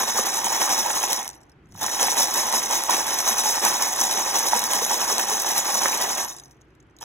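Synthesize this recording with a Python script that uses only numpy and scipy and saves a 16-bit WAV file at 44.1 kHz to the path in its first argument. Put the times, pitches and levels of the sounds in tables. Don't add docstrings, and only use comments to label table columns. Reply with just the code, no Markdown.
import sys
import numpy as np
from scipy import signal
from scipy.fft import rfft, irfft, next_fast_len
from scipy.io import wavfile

SR = 44100
rng = np.random.default_rng(int(sys.argv[2]) if len(sys.argv) > 2 else 0)


def generate_wav(signal):
    frames = np.transpose(np.atleast_2d(signal))
    scaled = np.clip(frames, -1, 1) * 32767
    pcm = np.round(scaled).astype(np.int16)
    wavfile.write(sys.argv[1], SR, pcm)


N = 310464

# pitch_hz, width_hz, energy_db
TACK_MODES = [(3873, 130, -4), (5240, 2100, -16), (5535, 120, 0.5), (6140, 210, 6.5), (6920, 420, -2),
              (8040, 260, -4.5), (9200, 530, -31.5), (9830, 130, -4.5), (10780, 580, -5),
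              (12070, 460, -8.5), (14300, 500, -10), (14800, 700, -8.5)]


def amp(db):
    return 10 ** (np.asarray(db) / 20)


def unit(x):
    return x / np.sqrt(np.mean(x ** 2) + 1e-20)


def peaked(x):
    return x / np.abs(x).max()


def along(points, hz):
    point_hz, values = np.transpose(points)
    return np.interp(np.log(hz + 1), np.log(point_hz + 1), values)


def filtered(x, response):
    size = next_fast_len(N + SR // 2)
    return irfft(rfft(x, size) * response(np.fft.rfftfreq(size, 1 / SR)), size)[..., :N]


def rolled_off(wave, kind, edge_hz):
    return signal.lfilter(*signal.butter(2, min(edge_hz, SR / 3), kind, fs=SR), wave)


def noise(spectrum):
    return unit(filtered(rng.standard_normal(N), lambda hz: amp(along(spectrum, hz))))


def add(track, start_s, sound):
    part = track[..., max(round(start_s * SR), 0):][..., :sound.shape[-1]]
    part += sound[..., :part.shape[-1]]


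def workshop():
    # frequency_hz, relative_db
    air_colour = [(25, -15.5), (55, -1), (105, 3), (190, -8.5), (315, 4), (600, -12), (1800, -16.5),
                  (3200, -23.5), (5000, -66), (9000, -69.5)]
    # pitch_hz, level_db
    hum_tones = [(59.2, -64), (134, -65)]
    hiss_colour = [(100, -0.5), (1500, 18.0), (3500, 2.5), (6000, -5.0), (15000, -23.5)]
    t = np.arange(N) / SR
    air = noise(air_colour) + amp(-8.5) * np.array([noise(air_colour), noise(air_colour)])
    hiss = np.array([noise(hiss_colour), noise(hiss_colour)])
    hum = sum(amp(db) * np.sqrt(2) * np.sin(2 * np.pi * hz * t) for hz, db in hum_tones)
    return amp(-58.5) * air + amp(-65.5) * hiss + hum


def hand(hold_db=-65, grip_db=-49, grip_s=1.76, half_length_s=0.082):
    t = np.arange(N) / SR
    flex = amp(hold_db) + amp(grip_db) / (1 + ((t - grip_s) / half_length_s) ** 2)
    return flex * noise([(25, -11.0), (55, -2.0), (80, 3.5), (160, 1.0), (260, -7), (800, -59.5)])


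def room(near, block=8192):
    # frequency_hz, t60_s
    decay_times = [(200, 1.3), (2000, 0.37), (6000, 0.13), (15000, 0.34)]
    # frequency_hz, level_db
    tail_levels = [(200, -21.5), (800, -14.5), (1300, -15), (1800, -2), (3000, -9), (5000, -47),
                   (12000, -21)]
    sent = filtered(near.mean(axis=0), lambda hz: amp(along(tail_levels, hz)))
    out = np.zeros((2, N))
    for at in range(0, N, block):
        hz, t, spectra = signal.stft(rng.standard_normal((2, SR // 2)), SR, nperseg=256)
        decay = amp(-60 * t / along(decay_times, hz)[:, None])
        tail = signal.istft(spectra * decay, SR, nperseg=256)[1]
        tail /= np.linalg.norm(tail[0])
        add(out, at / SR, signal.fftconvolve(sent[None, at:at + block], tail, axes=1))
    return out


def ports(near):
    # frequency_hz, left_lead_rad
    phases = [(0, 0), (1000, -1.2), (1200, -.65), (1650, -.4), (2400, 1.8), (3500, 1.4), (4600, 3.14),
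              (6900, 6.28), (8900, 9.42), (11100, 12.57), (13200, 15.7), (16400, 20.3)]
    # frequency_hz, left_minus_right_db
    balance = [(100, -1.5), (700, -1), (1050, -4.5), (1250, 1.5), (1800, -7), (3000, 0), (4400, -0.5)]

    def left(hz):
        return amp(along(balance, hz) / 2) * np.exp(0.5j * np.interp(hz, *np.transpose(phases)))

    return filtered(near, lambda hz: np.array([left(hz), 1 / left(hz)]))


def damped(modes, factor):
    return [(hz, width * factor, db) for hz, width, db in modes]


def ring(modes, detune, scatter_db, walls_db, walls_t60_s, size=1500):
    hz, width, db = np.transpose(modes)[:, :, None]
    pitch, level, side = rng.standard_normal((3, len(modes), 1))
    t = np.arange(size) / SR
    strength = np.sign(side) * amp(db + scatter_db * level) * np.sqrt(width)
    tones = np.cos(2 * np.pi * hz * np.exp(detune * pitch) * t)
    wave = np.sum(strength * np.exp(-np.pi * width * t) * tones, axis=0)
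    bounces = rng.standard_normal(size) + amp(-13) * rng.standard_normal((2, size))
    bounces *= amp(-60 * t / walls_t60_s)
    smear = signal.fftconvolve(wave[None], bounces / np.linalg.norm(bounces[0]), axes=1)[:, :size]
    return unit(wave + amp(walls_db) * smear) / np.sqrt(size)


def crack(t60_s, edge_hz=3200, size=1500):
    burst = rng.standard_normal(size) * amp(-60 * np.arange(size) / SR / t60_s)
    burst = rolled_off(rolled_off(burst, "high", edge_hz), "low", edge_hz=13000)
    return burst / np.linalg.norm(burst)


def soft_tick():
    choked = ring(damped(TACK_MODES, 1.8), detune=0.037, scatter_db=6, walls_db=4, walls_t60_s=0.028)
    snap = amp(-9.5) * crack(t60_s=0.007)
    return peaked(rolled_off(choked + snap, "low", edge_hz=12000))


def settling(faint_per_s=8, faint_db=-60, spread_db=4):
    # start_s, level_db
    ticks = [(1.3, -25), (1.311, -30), (1.331, -38), (1.377, -53), (1.405, -50), (1.414, -45), (1.433, -44),
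             (1.496, -46), (1.518, -48), (1.722, -39.5), (1.76, -33), (6.365, -28), (6.385, -27),
             (6.398, -28), (6.4363, -33), (6.4574, -37), (6.511, -42), (6.517, -47), (6.612, -48),
             (6.617, -44), (6.751, -51), (6.802, -48), (6.899, -58), (6.966, -42), (6.987, -37),
             (7.01, -32)]
    out = np.zeros((2, N))
    for start_s, db in ticks:
        add(out, start_s, amp(db) * soft_tick())
    for at in np.flatnonzero(rng.random(N) < faint_per_s / SR):
        add(out, at / SR, amp(faint_db + spread_db * rng.standard_normal()) * soft_tick())
    return out


def sliding(steady_db=-30, stir_db_per_s=319.5):
    # start_s, stop_s, settle_db_per_s
    spells = [(-.2, 1.201, 164.5), (1.821, 6.202, 112.5)]
    t = np.arange(N) / SR
    drops_db = [stir_db_per_s * np.maximum(start - t, 0) + settle * np.maximum(t - stop, 0)
                for start, stop, settle in spells]
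    return amp(steady_db - np.min(drops_db, axis=0)) ** 2


def surge(start_s, rise_s, db, sharpness=1.304):
    age = (np.arange(SR // 3) / SR - min(start_s, 0)) / rise_s
    return (amp(db) * (age * np.exp(1 - age)) ** sharpness) ** 2


def shaking(slide_drum_db=-3, back_drum_db=-4.5, back_rise_s=0.025, drum_lead_s=0.0077):
    # start_s, push_rise_s, push_db, back_delay_s, back_db, push_drum_db
    shakes = [(-0.035, 0.031, -23, 0.1, -23, -1), (0.146, 0.039, -24, 0.1, -24.5, -3.5),
              (0.314, 0.042, -25.5, 0.12, -23.5, -4), (0.497, 0.039, -23.5, 0.1, -19.5, -2.5),
              (0.668, 0.048, -24, 0.1, -23.5, -0.5), (0.84, 0.046, -27, 0.098, -23.5, -2),
              (1.014, 0.031, -24.5, 0.081, -26, -5.5), (1.802, 0.033, -29, 0.11, -28.5, -2.5),
              (1.985, 0.04, -20.5, 0.1, -24.5, -4), (2.154, 0.043, -18.5, 0.13, -29, -5.5),
              (2.329, 0.047, -21.5, 0.12, -26, -5), (2.51, 0.035, -21, 0.11, -29.5, -3.5),
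              (2.695, 0.039, -20.5, 0.099, -35, -5), (2.885, 0.042, -21, 0.088, -27, -2),
              (3.055, 0.044, -24.5, 0.11, -25.0, -4), (3.242, 0.042, -20.5, 0.12, -23, -4.5),
              (3.43, 0.045, -20, 0.11, -23.5, -8), (3.611, 0.044, -19.5, 0.11, -24.5, -4),
              (3.787, 0.047, -23.5, 0.13, -29.5, -4), (3.974, 0.043, -22, 0.12, -23, -4.0),
              (4.153, 0.036, -25, 0.1, -24.5, -1), (4.321, 0.043, -21, 0.12, -22.5, -5),
              (4.503, 0.049, -23.5, 0.109, -28.5, -4.5), (4.686, 0.045, -21, 0.12, -23.5, -5),
              (4.882, 0.035, -22.5, 0.11, -22, -3), (5.069, 0.039, -22.5, 0.11, -23, -3.5),
              (5.267, 0.048, -24, 0.11, -28, -4.5), (5.445, 0.041, -23.0, 0.11, -22, -4.5),
              (5.634, 0.053, -25.5, 0.103, -23, -3), (5.803, 0.05, -22, 0.12, -26.5, -4.5),
              (5.98, 0.038, -24.5, 0.1, -24.5, -2.5), (6.153, 0.035, -27, 0.11, -37.5, -2),
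              (7, 0.057, -35.5, 0.1, -26.0, -3)]
    tinkle = sliding()
    drum = tinkle * amp(slide_drum_db) ** 2
    for start_s, push_rise_s, push_db, back_delay_s, back_db, push_drum_db in shakes:
        push = (start_s, push_rise_s, push_db, push_drum_db)
        swing_back = (start_s + back_delay_s, back_rise_s, back_db, back_drum_db)
        for stroke_s, rise_s, db, drum_db in (push, swing_back):
            add(tinkle, stroke_s, surge(stroke_s, rise_s, db))
            wall_s = stroke_s - drum_lead_s
            add(drum, wall_s, surge(wall_s, rise_s, db + drum_db))
    return tinkle, drum


def bubble(hz, cycles, glide):
    turns = hz * np.arange(SR // 16) / SR
    age = turns / cycles
    tone = np.sin(2 * np.pi * turns * (1 + glide * np.minimum(age, 1)))
    return tone * amp(-40 * age) * (1 - np.exp(-turns))


def slosh(power, middle_hz=779, spread=0.368, count=1300):
    # start_s, pitch_hz, level_db
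    plops = [(0.185, 1163, -12), (0.52, 900, -15.5), (0.859, 900, -14), (2.534, 1027, -13.5),
             (2.893, 960, -8.5), (3.457, 850, -15), (4.532, 910, -6.5), (4.556, 490, -21.5),
             (4.907, 830, -14), (5.115, 400, -24.5), (5.318, 426, -23.5), (5.851, 1106, -17),
             (5.93, 2400, -14.5)]
    fizz = np.zeros(N)
    for at, (pitch, level) in zip(rng.integers(N, size=count), rng.standard_normal((count, 2))):
        hz = middle_hz * np.exp(spread * np.clip(pitch, -2, 2))
        add(fizz, at / SR, amp(5 * level) * bubble(hz, cycles=15.8, glide=0.19))
    out = amp(-15.5) * unit(fizz) * np.sqrt(power)
    for start_s, hz, db in plops:
        add(out, start_s, amp(db) * bubble(hz, cycles=23.5, glide=0.045))
    return out


def rattle(power, contacts, rate, spread_db, crowding):
    chance = np.clip(rate / SR * (power / power.mean()) ** crowding, 2e-3, 1)
    scatter = unit(amp(spread_db * np.clip(rng.standard_normal(N), -2, 2)))
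    strength = scatter * np.sqrt(power / chance)
    spot = rng.integers(len(contacts), size=N)
    out = np.zeros((2, N))
    for at in np.flatnonzero(rng.random(N) < chance):
        add(out, at / SR, strength[at] * contacts[spot[at]])
    return out


def tub(power, count=400):
    # pitch_hz, width_hz, energy_db
    tub_modes = [(219.8, 23, -15.5), (350, 86, -11.5), (548, 50, -11), (722, 180, -5.5), (840, 91, 4),
                 (959, 115, 2.5), (1098, 170, -4.5), (1587, 150, -11.5), (1819, 100, -9), (2450, 330, -6.5),
                 (3207, 180, -6)]
    # start_s, level_db, tilt_db_per_octave
    knocks = [(0.077, -22, 2), (0.191, -16, -11), (0.467, -12.5, 4), (0.616, -11, 3), (0.904, -14, 5),
              (1.036, -13, 4), (1.115, -19.5, -1), (1.1297, -16, 14), (1.268, -27.5, -7),
              (1.29, -33.5, -10), (1.752, -34, -2), (1.842, -16, 4), (1.882, -19.5, 5), (2.083, -11, 3),
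              (2.539, -12.5, -0.5), (2.838, -22, 2), (2.895, -16, -3), (2.9365, -15.5, -3),
              (3.649, -12, 0.5), (4.486, -18, 5), (4.532, -10, -4.5), (4.554, -14.5, 2), (4.789, -16, 3),
              (5.195, -13.5, 4), (5.315, -17.5, -4), (5.858, -9.5, -2)]
    contacts = [ring(tub_modes, detune=0.059, scatter_db=3, walls_db=-5, walls_t60_s=0.011)
                for _ in range(count)]
    out = amp(-0.88) * rattle(power, contacts, rate=1000, spread_db=0.3, crowding=0.4)
    lowest_hz = tub_modes[0][0]
    for start_s, db, tilt in knocks:
        tilted = [(hz, width, level + tilt * np.log2(hz / lowest_hz)) for hz, width, level in tub_modes]
        knock = ring(tilted, detune=0.014, scatter_db=2, walls_db=-2, walls_t60_s=0.009)
        knock = rolled_off(knock, "low", edge_hz=2200)
        knock = rolled_off(knock, "high", edge_hz=520)
        add(out, start_s, amp(db) * peaked(knock))
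    return rolled_off(out, "high", edge_hz=134)


def hard_hit(snap_hz):
    snap = (snap_hz / 5500) ** 1.6 * crack(t60_s=0.0055, edge_hz=snap_hz)
    clink = ring(damped(TACK_MODES, 1.4), detune=0.03, scatter_db=1.5, walls_db=0, walls_t60_s=0.006)
    return peaked(clink + snap)


def tacks(power, count=200):
    # start_s, level_db, snap_edge_hz
    hits = [(0.444, -10.5, 4000), (0.464, -11.5, 6900), (0.7603, -21, 4000), (0.862, -12.5, 4000),
            (1.1224, -12, 5000), (1.131, -4, 6520), (1.229, -20, 4000), (1.2782, -13.5, 4000),
            (1.291, -19, 4000), (1.819, -14, 4000), (1.8315, -8, 8000), (1.8384, -12.5, 4000),
            (2.029, -5, 4000), (2.118, -8.5, 4000), (2.71, -11.5, 6000), (2.754, -9, 4000),
            (2.837, -11, 7000), (2.908, -6.5, 4000), (2.9544, -20, 4000), (3.106, -14, 4000),
            (3.2043, -13, 4000), (3.269, -10, 4000), (3.384, -7.5, 4000), (3.396, -7.5, 7000),
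            (3.6497, -7, 7400), (3.6512, -3.5, 5000), (3.824, -5, 4000), (3.9372, -13, 6000),
            (4.0135, -4.5, 4000), (4.0376, -10, 4000), (4.112, -7, 4000), (4.4858, -7, 4000),
            (4.5927, -6, 6000), (4.64, -9, 4000), (4.7348, -4, 4000), (4.849, -10.5, 4000),
            (4.9428, -9, 7000), (5.08, -10, 4000), (5.182, -5, 4000), (5.4, -9, 4000), (5.4212, -10, 12000),
            (5.58, -4, 5000), (5.703, -9, 4000), (5.7435, -7, 4000), (5.883, -6, 4000), (6.023, -9.5, 4000),
            (6.1816, -12, 4000), (6.2478, -15, 4000)]
    wet = [ring(TACK_MODES, detune=0.037, scatter_db=5, walls_db=-3, walls_t60_s=0.032)
           for _ in range(count)]
    lifted = [ring(damped(TACK_MODES, 0.2), detune=0.06, scatter_db=6, walls_db=-7, walls_t60_s=0.0065)
              for _ in range(count)]
    points = [crack(t60_s=0.0028) for _ in range(count // 4)]
    out = amp(-2.5) * rattle(power, wet, rate=1600, spread_db=2, crowding=0.38)
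    out += amp(-4.5) * rattle(power, lifted, rate=190, spread_db=3, crowding=0.38)
    out += amp(-20) * rattle(power, points, rate=95, spread_db=3.5, crowding=0.097)
    for start_s, db, snap_hz in hits:
        add(out, start_s, amp(db) * hard_hit(snap_hz))
    return rolled_off(out, "high", edge_hz=570)


def scene():
    tinkle_power, drum_power = shaking()
    near = tacks(tinkle_power) + tub(drum_power) + slosh(drum_power) + settling()
    return ports(near) + room(near) + workshop() + hand()


def record(dry):
    limit_hz = 15800
    return filtered(dry, lambda hz: 1 / np.sqrt(1 + (hz / limit_hz) ** 200))


dry = scene()
out = record(dry)
generate_wav(out)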